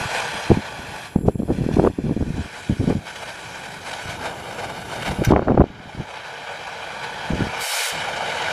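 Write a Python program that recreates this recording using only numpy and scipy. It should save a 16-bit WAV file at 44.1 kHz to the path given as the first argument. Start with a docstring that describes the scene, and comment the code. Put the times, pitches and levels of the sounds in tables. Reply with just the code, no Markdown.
"""Cutting torch in a windy yard

A gas flame roars, fizzes and flutters, heard straight and off the hard ground: coloured noise with drawn levels.
It spits decaying bursts of noise, snaps tight with one bright ringing crack, and later the oxygen jet hisses briefly.
Gusts and single eddies thump on the microphone port: lumpy low noise and short sliding pulses.
The flame level is drawn to sink around the gusts. Faint wavering tones and hiss from the electronics lie beneath.
"""
import sys
import numpy as np
from scipy import signal
from scipy.fft import rfft, irfft, next_fast_len
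from scipy.io import wavfile
from scipy.ndimage import uniform_filter1d, minimum_filter1d, map_coordinates

SR = 44100
rng = np.random.default_rng(int(sys.argv[2]) if len(sys.argv) > 2 else 0)


def wav_record(signal):
    """Record a signal, one row per channel, as 16-bit PCM in the file named by sys.argv[1]."""
    frames = np.transpose(np.atleast_2d(signal))
    bounded = np.clip(frames, -1, 1)
    # unit amplitude maps onto the largest positive 16-bit level
    quanta = np.round(bounded * 32767).astype(np.int16)
    wavfile.write(sys.argv[1], SR, quanta)


N = 375732

# Every spectrum gives a relative shape (density per Hz); rush() scales the noise to rms 1.
# Flame level before flicker: start_s, base_db, fizz_db (over the base), body_db (gain on the low body)
FLAME_LEVELS = [(0, -31, -6, 0), (.5, -33.5, -6.5, 2), (.58, -37, -9.5, 2), (1.06, -38.5, -6, -1),
                (1.1, -45, -7, -2), (1.15, -51, -8, 4), (1.17, -54.5, -9, 0), (1.25, -60, -11, 2),
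                (1.27, -50, -2, -3), (1.29, -51, -4, -3), (1.305, -55, -11, 2), (1.375, -61, -10, 0),
                (1.39, -53, -4, -6), (1.42, -58, -7, -4), (1.5, -53, -2, -4), (1.54, -45.5, -4, -6),
                (1.62, -46, -7.5, -6), (1.87, -45, -0.5, 3), (1.9, -51, -6, -5), (2.32, -47, -4, -3),
                (2.41, -41, -7, -4), (2.58, -41, -6, -2), (2.78, -44, -4.5, -7), (2.85, -42.5, -3.5, 1),
                (2.935, -42.5, -6, 0), (2.95, -47.5, -3, 0), (3.01, -48.5, -6, 5), (3.05, -46, -5, 0),
                (3.066, -37, -7, -3.5), (3.3, -39.5, -5, 0), (3.84, -40.5, -5.5, 0.5), (4.1, -39, -6, -1.5),
                (4.34, -40.5, -8, 6), (5.0, -38, -6.5, 2.5), (5.2, -40, -9, 8), (5.315, -36, -9, 5),
                (5.33, -46, -20, 20), (5.4, -46, -30, 9), (5.6, -50, -32, 2), (5.89, -45, -13.5, 1.2),
                (6.22, -39, -14, 1.5), (7.5, -34, -12, 1), (7.86, -28.5, -8, -5.5), (8.16, -31, -11.5, 4),
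                (8.52, -28.5, -12, -0.5)]
# Spectrum of the burning roar: pitch_hz, density_db
ROAR_SPECTRUM = [(330, -32), (460, -3.5), (800, -3.5), (960, -2.5), (1060, -7), (1600, -5.5), (3000, -10),
                 (4500, -18), (7000, -26.5), (12000, -58)]
# Spectrum of the fine eddies at the tip: pitch_hz, density_db
FIZZ_SPECTRUM = [(1500, 2.5), (3500, 0), (5000, -1), (7000, -4), (10000, -7), (11300, -9), (12000, -17),
                 (15000, -63)]
# Narrow resonances of the tip that colour the roar: pitch_hz, width_hz, boost_db (of the added band)
TIP_RESONANCES = [(462, 28, -2), (867, 57, -10), (1158, 27, 4.5), (1483, 20, 2.5), (1626, 8.3, -10),
                  (2245, 24, -8), (2383, 23, -3), (3390, 21, -4.5), (4840, 23, -15)]
# The flame flares up or falters: centre_s, change_db, half_length_s (to 1/e of the change)
FLARES = [(0.187, 4.5, 0.053), (0.953, 1, 0.025), (1.651, 3, 0.015), (1.736, 5.5, .025),
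          (3.13, -3.5, 0.018), (3.185, 4.5, .02), (3.24, 3.5, .012), (3.29, 3.5, 0.014), (3.637, 4.5, .03),
          (3.874, 3, 0.025), (3.931, 9, 0.032), (4.005, 2, .03), (4.1, 4, 0.026), (4.172, -5.5, 0.015),
          (4.268, 7.5, 0.038), (4.313, 4, 0.0098), (4.527, 2.5, .025), (4.597, 3.5, .009),
          (4.654, 3, 0.018), (4.704, 4.5, 0.011), (4.84, -4, 0.036), (4.96, 2, 0.026), (5.07, 7.5, 0.033),
          (5.118, 6, .012), (6.1, 4.5, 0.015), (6.152, 3.5, 0.025), (7.04, 2.5, 0.017)]
# Spectrum of the oxygen jet: pitch_hz, density_db
JET_SPECTRUM = [(1060, -36), (1800, -5), (2360, -2), (2600, -3), (3030, -3.5), (10900, -8.5), (15400, -24)]
# The flame spits and snaps: start_s, level_db (where the decay starts)
SNAP_TIMES = [(3.0614, -43), (3.1562, -31), (3.909, -38), (4.3734, -43), (5.022, -27.5), (5.062, -26.5),
              (5.0765, -29), (5.1078, -41), (5.237, -29), (5.2894, -35)]
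# Spectrum of a snap: pitch_hz, density_db
SNAP_SPECTRUM = [(590, -34), (1000, 3), (2900, 3.5), (3360, -3), (6100, -10.5), (13100, -23), (15400, -32)]
# Spectrum of the bright crack: pitch_hz, density_db
POP_SPECTRUM = [(700, -30), (1500, -3), (2900, -11), (4200, -14), (5400, -9), (6800, -17), (9000, -21),
                (13900, -18), (15400, -26)]
# Ringing tones of the metal tip at the crack: pitch_hz, level_db (where the decay starts), t60_s
NOZZLE_RING = [(1515, -27, 0.085), (5250, -33, 0.066), (5870, -30, 0.091)]
# Delay of the path off the ground behind the straight one: start_s, lag_ms
GROUND_LAG = [(0, 1.22), (1.3, 1.22), (1.95, 1.18), (2.3, 1.25), (2.65, 1.272), (3.8, 1.267), (4.4, 1.335),
              (4.8, 1.345), (5.45, 1.33), (5.8, 1.29), (7.2, 1.25), (7.6, 1.305), (8.52, 1.315)]
# Gusts at the port: start_s, length_s, buffeting_db, rasp_db (gain on the part above the rumble)
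GUSTS = [(0, 0.065, -33, -11), (0.342, .02, -34, -7), (0.51, .03, -26, -6), (0.542, 0.052, -27, -14),
         (.79, .1, -38, -18), (1.17, 0.1, -23.5, -8), (1.3, .05, -36, -16), (1.35, 0.13, -28, -12),
         (1.482, .055, -23, -1.5), (1.532, .13, -24.5, -10), (1.69, 0.055, -22, -2),
         (1.765, 0.113, -26, -7), (1.996, 0.04, -29.5, -4), (2.043, 0.079, -18.5, -7),
         (2.165, .018, -26, -6), (2.2, .033, -24, 0), (2.242, 0.17, -27.5, -7.5), (2.45, .02, -37, -13),
         (2.7, .04, -24, -18), (2.8, 0.071, -24, -8), (2.864, 0.062, -20, 0), (2.94, .04, -28.5, -10),
         (4.045, 0.068, -38, -12), (5.067, 0.072, -28.5, -22), (5.19, 0.028, -29, -9),
         (5.278, .025, -24, -12), (5.308, 0.06, -20, 2), (5.375, 0.073, -29, 3), (5.468, .058, -22, 6),
         (5.542, .014, -26, -1), (5.575, .01, -26, -1), (5.597, .025, -22, 3), (5.632, .012, -28, 0),
         (5.655, .06, -31, -12), (5.975, .045, -34, -11), (7.307, 0.054, -30, -6), (7.372, 0.12, -25, -7)]
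# Spectrum of gusts and of the flurry behind an eddy: pitch_hz, density_db
BUFFET_SPECTRUM = [(15, -38), (28, -5), (60, 6.5), (195, 4), (391, -2.5), (465, -3.5), (744, -14.5),
                   (1600, -46), (2080, -54), (3520, -120)]
# Calm air at the port, before its slow wobble: start_s, level_db
CALM_LEVELS = [(0, -40), (.31, -42.5), (.7, -44), (.88, -41), (1.1, -46), (2.6, -46.5), (3.28, -46),
               (3.8, -42.5), (4.0, -43.5), (4.1, -41), (5.0, -36.5), (5.7, -44), (6.1, -49.5), (6.79, -48),
               (7.26, -44), (7.95, -41), (8.52, -41)]
# Spectrum of calm air: pitch_hz, density_db
BREEZE_SPECTRUM = [(15, -50), (30, -15.5), (85, -5), (145, -1.5), (275, -9.5), (305, -9.5), (420, -6),
                   (550, -45), (920, -120)]
# Single eddies that thump on the port, from faint to hard:
# blow_s, strength_db, pitch_hz (at the blow), edge_db (over the strength)
EDDIES = [(.015, -19.5, 132, -40), (0.056, -18.5, 129, -40), (.504, 2, 260, -28), (.511, -4, 600, -12),
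          (.516, 7, 405, -20), (.519, -2, 252, -25), (.526, -6, 130, -30), (0.543, -17, 140, -31),
          (.573, -7, 218, -30), (1.161, 0, 203, -21), (1.188, -12, 150, -34), (1.212, -13.5, 220, -30),
          (1.247, -12, 120, -30), (1.253, -17, 420, -20), (1.26, -8.5, 170, -23), (1.282, 2.5, 139, -35),
          (1.286, 0, 382, -19), (1.296, -13, 400, -26), (1.357, -11, 150, -38), (1.393, -12.5, 190, -35),
          (1.401, -6.5, 250, -40), (1.421, -16, 452, -24), (1.433, -10, 262, -29), (1.48, -17, 300, -19),
          (1.487, -13, 420, -17), (1.495, -11, 400, -20), (1.503, -1, 300, -25), (1.508, -6, 450, -20),
          (1.524, -14, 350, -22), (1.549, -14, 150, -30), (1.515, -3.5, 308, -30), (1.587, -8.5, 180, -33),
          (1.611, -7, 159, -34), (1.62, -9, 179, -30), (1.64, -10, 330, -28), (1.665, -5.5, 213, -38),
          (1.69, -3.5, 340, -38), (1.714, -11, 230, -12), (1.742, -17, 149, -22), (1.762, -16, 120, -30),
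          (1.77, -1.5, 300, -20), (1.774, -9, 280, -27), (1.787, -2, 330, -26), (1.792, -4, 280, -27),
          (1.797, 1, 445, -12), (1.804, -10, 330, -25), (1.819, -6, 330, -22), (1.831, -6, 380, -15),
          (1.84, 0, 380, -21), (1.85, 2.5, 514, -16), (1.859, -11, 380, -20), (1.864, -7, 450, -18),
          (1.87, -4, 600, -19), (1.874, 4, 408, -13.5), (1.901, -15, 240, -29), (1.911, -19, 260, -29),
          (1.937, -27, 150, -35), (1.988, -3, 269, -35), (2.004, -22, 350, -25), (2.04, -18, 200, -28),
          (2.067, -11.5, 160, -27), (2.085, -14, 170, -30), (2.095, -8.5, 260, -21), (2.111, -5, 270, -32),
          (2.12, -7.5, 238, -38), (2.166, -10, 260, -34), (2.176, -10, 222, -33), (2.126, -18, 200, -30),
          (2.211, -13, 380, -21), (2.226, -14, 380, -18), (2.27, -20, 220, -28), (2.317, -21, 150, -30),
          (2.393, -15, 200, -28), (2.458, -23, 170, -30), (2.305, -13, 160, -29), (2.381, -12, 230, -26),
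          (2.698, -4.5, 201, -41), (2.708, -3.5, 180, -43), (2.716, -15, 200, -35), (2.725, -12, 120, -35),
          (2.769, -23, 300, -25), (2.804, -9.5, 120, -38), (2.813, -10, 280, -30), (2.831, -18, 250, -28),
          (2.841, -9, 230, -23), (2.878, -3.5, 200, -30), (2.886, -15, 230, -30), (2.896, -17, 350, -22),
          (2.901, -8, 480, -15), (2.907, -5, 382, -16), (2.927, -10, 315, -19), (2.954, -8.5, 188, -31),
          (2.963, -15.5, 220, -30), (4.058, -25, 110, -40), (4.092, -22, 120, -35), (5.083, -19, 200, -13),
          (5.188, -12, 150, -28), (5.195, -10, 149, -28), (5.214, -8, 160, -30), (5.22, -3, 314, -31),
          (5.275, -4.5, 160, -26), (5.286, -4, 107, -24), (5.308, 6, 292, -15), (5.322, 3, 367, -13),
          (5.337, 3.5, 315, -13), (5.352, -4, 260, -28), (5.363, 1.5, 720, -7.5), (5.38, -10, 360, -8),
          (5.394, -4.5, 505, -10), (5.372, -6, 400, -10), (5.421, -11, 350, -7.5), (5.427, -14.5, 500, -11),
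          (5.475, -7, 270, -13), (5.484, -4.5, 490, -7.5), (5.49, -5, 500, -13), (5.499, -2, 342, -18),
          (5.505, -3, 300, -13), (5.512, -4, 330, -18), (5.52, -2.2, 330, -11), (5.546, -6.5, 302, -18),
          (5.577, 6, 500, -16), (5.584, -10, 450, -10), (5.552, -13, 450, -12), (5.598, -12, 450, -9),
          (5.606, -9, 500, -4), (5.612, 0.5, 320, -10.5), (5.619, -7.5, 420, -5.5), (5.641, -5.5, 383, -14),
          (5.704, -23.5, 170, -30), (5.859, -32, 170, -30), (5.802, -28.5, 190, -30),
          (5.875, -29, 150, -30), (5.95, -23, 180, -30), (5.975, -27, 200, -27), (5.99, -21, 200, -22),
          (6.0, -13.5, 170, -25), (6.006, -17, 280, -22), (7.306, -8.5, 191, -25), (7.322, -13, 140, -22),
          (7.335, -7.5, 198, -31), (7.356, -16, 250, -16), (7.394, -14, 190, -23), (7.408, -6.5, 308, -24),
          (7.422, -9, 161, -25), (7.47, -13.5, 191, -21)]
# Spectrum of the sharp edge of a blow: pitch_hz, density_db
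EDGE_SPECTRUM = [(350, -24), (650, 8.5), (1100, -5), (1800, -21), (2700, -28), (4000, -56), (7000, -90)]
# Level of the electronic noise, drawn to sink after the hardest gusts: start_s, change_db
ELECTRONICS_LEVELS = [(0, 0), (1.1, 8), (1.9, 1.5), (2, -1.5), (3, 1.5), (5.2, 11.5), (5.34, -5),
                      (5.65, -11), (5.9, -6), (6.5, 0.5), (8.52, 3)]
# Electronic tones before their waver and level change: pitch_hz, peak_db
WHINE_TONES = [(7337, -75), (7503, -69), (8354, -77), (10718, -70), (10896, -76)]
# Spectrum of the electronic hiss: pitch_hz, density_db
HISS_SPECTRUM = [(1500, -27), (3000, -32), (5500, -28), (7150, -10), (7450, -3), (7800, -8), (9500, -12),
                 (10800, 4.5), (11400, -6), (13000, -9), (15000, -22)]

FLUTTER_DB, FLARE_FLUTTER = 0.91, 0.2  # depth scale of the flicker; extra depth per dB of flare or falter
TIGHT_FLUTTER = 0.58  # share of the slow flicker that the tight flame keeps
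JET_OPEN_S, JET_SHUT_S, JET_DB = 7.615, 7.895, -30
JET_RISE_DB_PER_S, JET_FALL_DB_PER_S = 700, 300
JET_SWELL_S, JET_SWELL_DB, JET_SWELL_HALF_S = 7.79, 4.5, 0.13  # the jet swells over its base level
SNAP_T60_S = 0.091
POP_S, POP_DB, POP_T60_S = 5.2475, -20.5, 0.059
GUST_RISE_DB_PER_S, GUST_FALL_DB_PER_S = 1200, 700
# the lowest sound is cut sharply for a moment and comes back
BASS_OUT_S, BASS_BACK_S, BASS_DROP_DB, BASS_FADE_DB_PER_S = 7.63, 7.925, 47, 2500
EDDY_CYCLES = 0.3  # time scale in the eddy's own cycles: it builds in 2/3 of this and lets go in twice this
# tick in a blow: pitch over the eddy's, half length in the eddy's cycles, dB over the edge
TICK_PITCH, TICK_CYCLES, TICK_DB = 2.33, 0.23, -3.5
LIMIT_S, TOP_HZ = 0.0015, 15500  # limiter reach; band limit


def flame():
    """Turbulent burning roars and finer eddies at the tip fizz; both flutter together, more so in a flare."""
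    base_db, fizz_db, body_db = curves(FLAME_LEVELS)
    t = np.arange(N) / SR
    coarse_t = t[::32]
    flares = sum(db * np.exp(-((coarse_t - s) / half) ** 2) for s, db, half in FLARES)
    flare_db = np.interp(t, coarse_t, flares)

    slow_share = np.where(t < POP_S, 1, TIGHT_FLUTTER)
    flicker = 0.85 * slow_share * wobble(16) + 0.5 * wobble(45) + wobble(140)
    flutter_db = (FLUTTER_DB + FLARE_FLUTTER * np.abs(flare_db)) * flicker

    roar = amp(2.0) * resonant(rush(ROAR_SPECTRUM, patchy_db=1.23))
    # the drawn body gain raises or lowers the flame's low part
    body = filtered(roar, lambda hz: 1 / (1 + (hz / 1000) ** 6))
    fizz = amp(fizz_db) * rush(FIZZ_SPECTRUM, patchy_db=2.0)
    return amp(base_db + flare_db + flutter_db) * (roar + (amp(body_db) - 1) * body + fizz)


def resonant(x):
    """The torch tip adds a few narrow resonant bands to the sound."""
    def response(f):
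        return 1 + sum(amp(db) * 1j * f * w / (c * c - f * f + 1j * f * w) for c, w, db in TIP_RESONANCES)
    return filtered(x, response)


def jet():
    """The lever lets a bright, smooth stream of oxygen through the tip, strongest in mid-stroke."""
    t = np.arange(N) / SR
    lever_db = plateau(JET_OPEN_S, JET_SHUT_S - JET_OPEN_S, JET_RISE_DB_PER_S, JET_FALL_DB_PER_S)
    swell_db = JET_SWELL_DB * np.exp(-((t - JET_SWELL_S) / JET_SWELL_HALF_S) ** 2)
    return amp(JET_DB + lever_db + swell_db) * rush(JET_SPECTRUM, patchy_db=1.5)


def snaps():
    """Pockets of gas go off at once: a quick rise and a dying crackle."""
    level = np.zeros(N + SR)
    t = np.arange(SR // 4) / SR
    for s, db in SNAP_TIMES:
        burst = amp(db - 60 * t / SNAP_T60_S) * (1 - np.exp(-t / 0.0005))
        level[round(s * SR):][:len(t)] += burst
    return level[:N] * rush(SNAP_SPECTRUM)


def pop():
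    """The flame snaps tight with one crisp bright crack and a short ring of the metal tip."""
    t = np.clip(np.arange(N) / SR - POP_S, 0, None)
    rise = 1 - np.exp(-t / 0.0005)
    crack = amp(POP_DB - 60 * t / POP_T60_S) * rush(POP_SPECTRUM)
    ring = sum(amp(db - 60 * t / t60) * np.sin(2 * np.pi * hz * t) for hz, db, t60 in NOZZLE_RING)
    return rise * (crack + ring)


def off_ground(x):
    """Hard ground adds a later, duller copy; the comb shifts as the torch is raised or lowered."""
    dull = filtered(x, lambda hz: 0.43 / (1 + (hz / 11000) ** 2))
    lag_samples = curves(GROUND_LAG)[0] * SR / 1000
    return x + map_coordinates(dull, [np.arange(N) - lag_samples])


def wind():
    """Calm air is a soft even rumble; gusts break into round lumps with a rasp on top."""
    each_db = np.array([db + plateau(s, long, GUST_RISE_DB_PER_S, GUST_FALL_DB_PER_S)
                        for s, long, db, _ in GUSTS])
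    # the strongest gust rules
    gust_db = each_db.max(axis=0)
    rasp_db = np.transpose(GUSTS)[-1][each_db.argmax(axis=0)]
    rasp_db = uniform_filter1d(rasp_db, size=441)

    away_db = np.clip(plateau(BASS_OUT_S, 0, 0, BASS_FADE_DB_PER_S), -BASS_DROP_DB, 0)
    back_db = np.clip(plateau(BASS_BACK_S, 0, BASS_FADE_DB_PER_S, 0), -BASS_DROP_DB, 0)
    bass_cut = amp(np.maximum(away_db, back_db))

    whole = rush(BUFFET_SPECTRUM, patchy_db=2.5)
    rumble = filtered(whole, lambda hz: 1 / (1 + (hz / 330) ** 4))
    rasp = amp(rasp_db) * (whole - rumble)
    lumps = unit(amp(3.4 * wobble(35) + 3.6 * wobble(110)))
    gusts = (rumble + rasp) * lumps
    calm = amp(curves(CALM_LEVELS)[0] + 1.1 * wobble(19)) * rush(BREEZE_SPECTRUM)
    return bass_cut * (amp(gust_db) * gusts + calm)


def eddies():
    """Each eddy strikes the membrane sharply and lets go more slowly, trailing a flurry of smaller ones."""
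    out = np.zeros(N + SR)
    t = np.arange(-2000, 2000) / SR
    chance = rng.random((len(EDDIES), 2))
    flurry, crackle = np.pad([rush(BUFFET_SPECTRUM), rush(EDGE_SPECTRUM)], ((0, 0), (2000, SR)))
    corner = np.sqrt(t ** 2 + 0.00023 ** 2)  # a rounded point at the moment of the blow
    for (s, db, hz, edge_db), (turn, bend) in zip(EDDIES, chance):
        i = round(s * SR)
        # push or pull by chance, with some scatter in phase
        start_turns = np.round(turn) / 2 + 0.33 * (2 * turn % 1 - 0.5)
        slide = 1 + 25 * (bend - 0.7) * np.clip(t, -0.01, 0.01)  # pitch slides as it passes
        phase = 2 * np.pi * (start_turns + hz * t * slide)
        push = np.exp(-(corner - 0.5 * t) * hz / EDDY_CYCLES) * np.cos(phase)
        tail = 0.12 * np.exp(-(corner - 0.31 * t) / 0.0055) * flurry[i:i + len(t)]
        edge = amp(edge_db) * np.exp(-corner / 0.0017) * crackle[i:i + len(t)]
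        tick_shape = np.exp(-(t * hz / TICK_CYCLES) ** 2)
        tick = amp(edge_db + TICK_DB) * tick_shape * np.cos(TICK_PITCH * phase)
        out[i:i + len(t)] += amp(db) * (0.9 * push + tail + edge + tick)
    return out[2000:N + 2000]


def electronics():
    """Faint circuit noise: a few thin tones, wavering in level and phase, over hiss."""
    t = np.arange(N) / SR
    tones = np.zeros(N)
    for hz, db in WHINE_TONES:
        waver = amp(3.5 * wobble(18)) * np.exp(0.9j * wobble(25))
        tones += amp(db) * np.imag(waver * np.exp(2j * np.pi * hz * t))
    hiss = amp(-64.0) * rush(HISS_SPECTRUM)
    return amp(curves(ELECTRONICS_LEVELS)[0]) * (tones + hiss)


def rush(spectrum, patchy_db=0):
    """Turbulence as coloured noise of rms 1, with smooth random gain patches in time and pitch."""
    f, db = np.transpose(spectrum)
    z = signal.stft(rng.standard_normal(N), nperseg=512)[2]
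    field = uniform_filter1d(rng.standard_normal(z.shape), size=8, axis=0)
    field = uniform_filter1d(field, size=8, axis=1)
    patchy = signal.istft(z * amp(patchy_db * unit(field)), nperseg=512)[1][:N]
    # straight lines between the points on a log pitch scale
    return unit(filtered(patchy, lambda hz: amp(np.interp(np.log(hz + 1), np.log(f + 1), db, left=-90))))


def filtered(x, response):
    """Shape the spectrum of x by a response (real or complex) of frequency."""
    m = next_fast_len(N + SR // 2)
    return irfft(rfft(x, m) * response(np.fft.rfftfreq(m, 1 / SR)), m)[:N]


def wobble(rate):
    """A smooth random curve through normal draws, rate knots a second."""
    knots = rng.standard_normal(int(N * rate / SR) + 4)
    return map_coordinates(knots, [np.arange(N) * rate / SR])


def plateau(start, length, rise, fall):
    """A level held at 0 dB, with straight slopes in dB a second before and after."""
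    t = np.arange(N) / SR
    return -rise * np.clip(start - t, 0, None) - fall * np.clip(t - start - length, 0, None)


def curves(rows):
    """One value per sample for each column after the time."""
    s, *cols = np.transpose(rows)
    return [np.interp(np.arange(N) / SR, s, c) for c in cols]


def amp(db):
    """Decibels to a linear amplitude factor."""
    return 10 ** (np.asarray(db) / 20)


def unit(x):
    """Scale a signal to rms 1."""
    return x / np.sqrt(np.mean(x ** 2) + 1e-20)


def scene():
    """The torch is heard straight and off the ground; wind and electronics join at the microphone."""
    torch = flame() + jet() + snaps() + pop()
    return (off_ground(torch) + wind() + eddies() + electronics())[None]


def record(dry):
    """A quick look-ahead limiter turns down peaks over full scale; then the band limit cuts the top."""
    span = round(LIMIT_S * SR)
    needed = 1 / np.maximum(np.abs(dry[0]), 1)
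    held = minimum_filter1d(needed, size=2 * span + 1)
    gain = uniform_filter1d(uniform_filter1d(held, size=span), size=span)
    return filtered(dry[0] * gain, lambda hz: hz < TOP_HZ)[None]


dry = scene()
out = record(dry)
wav_record(out)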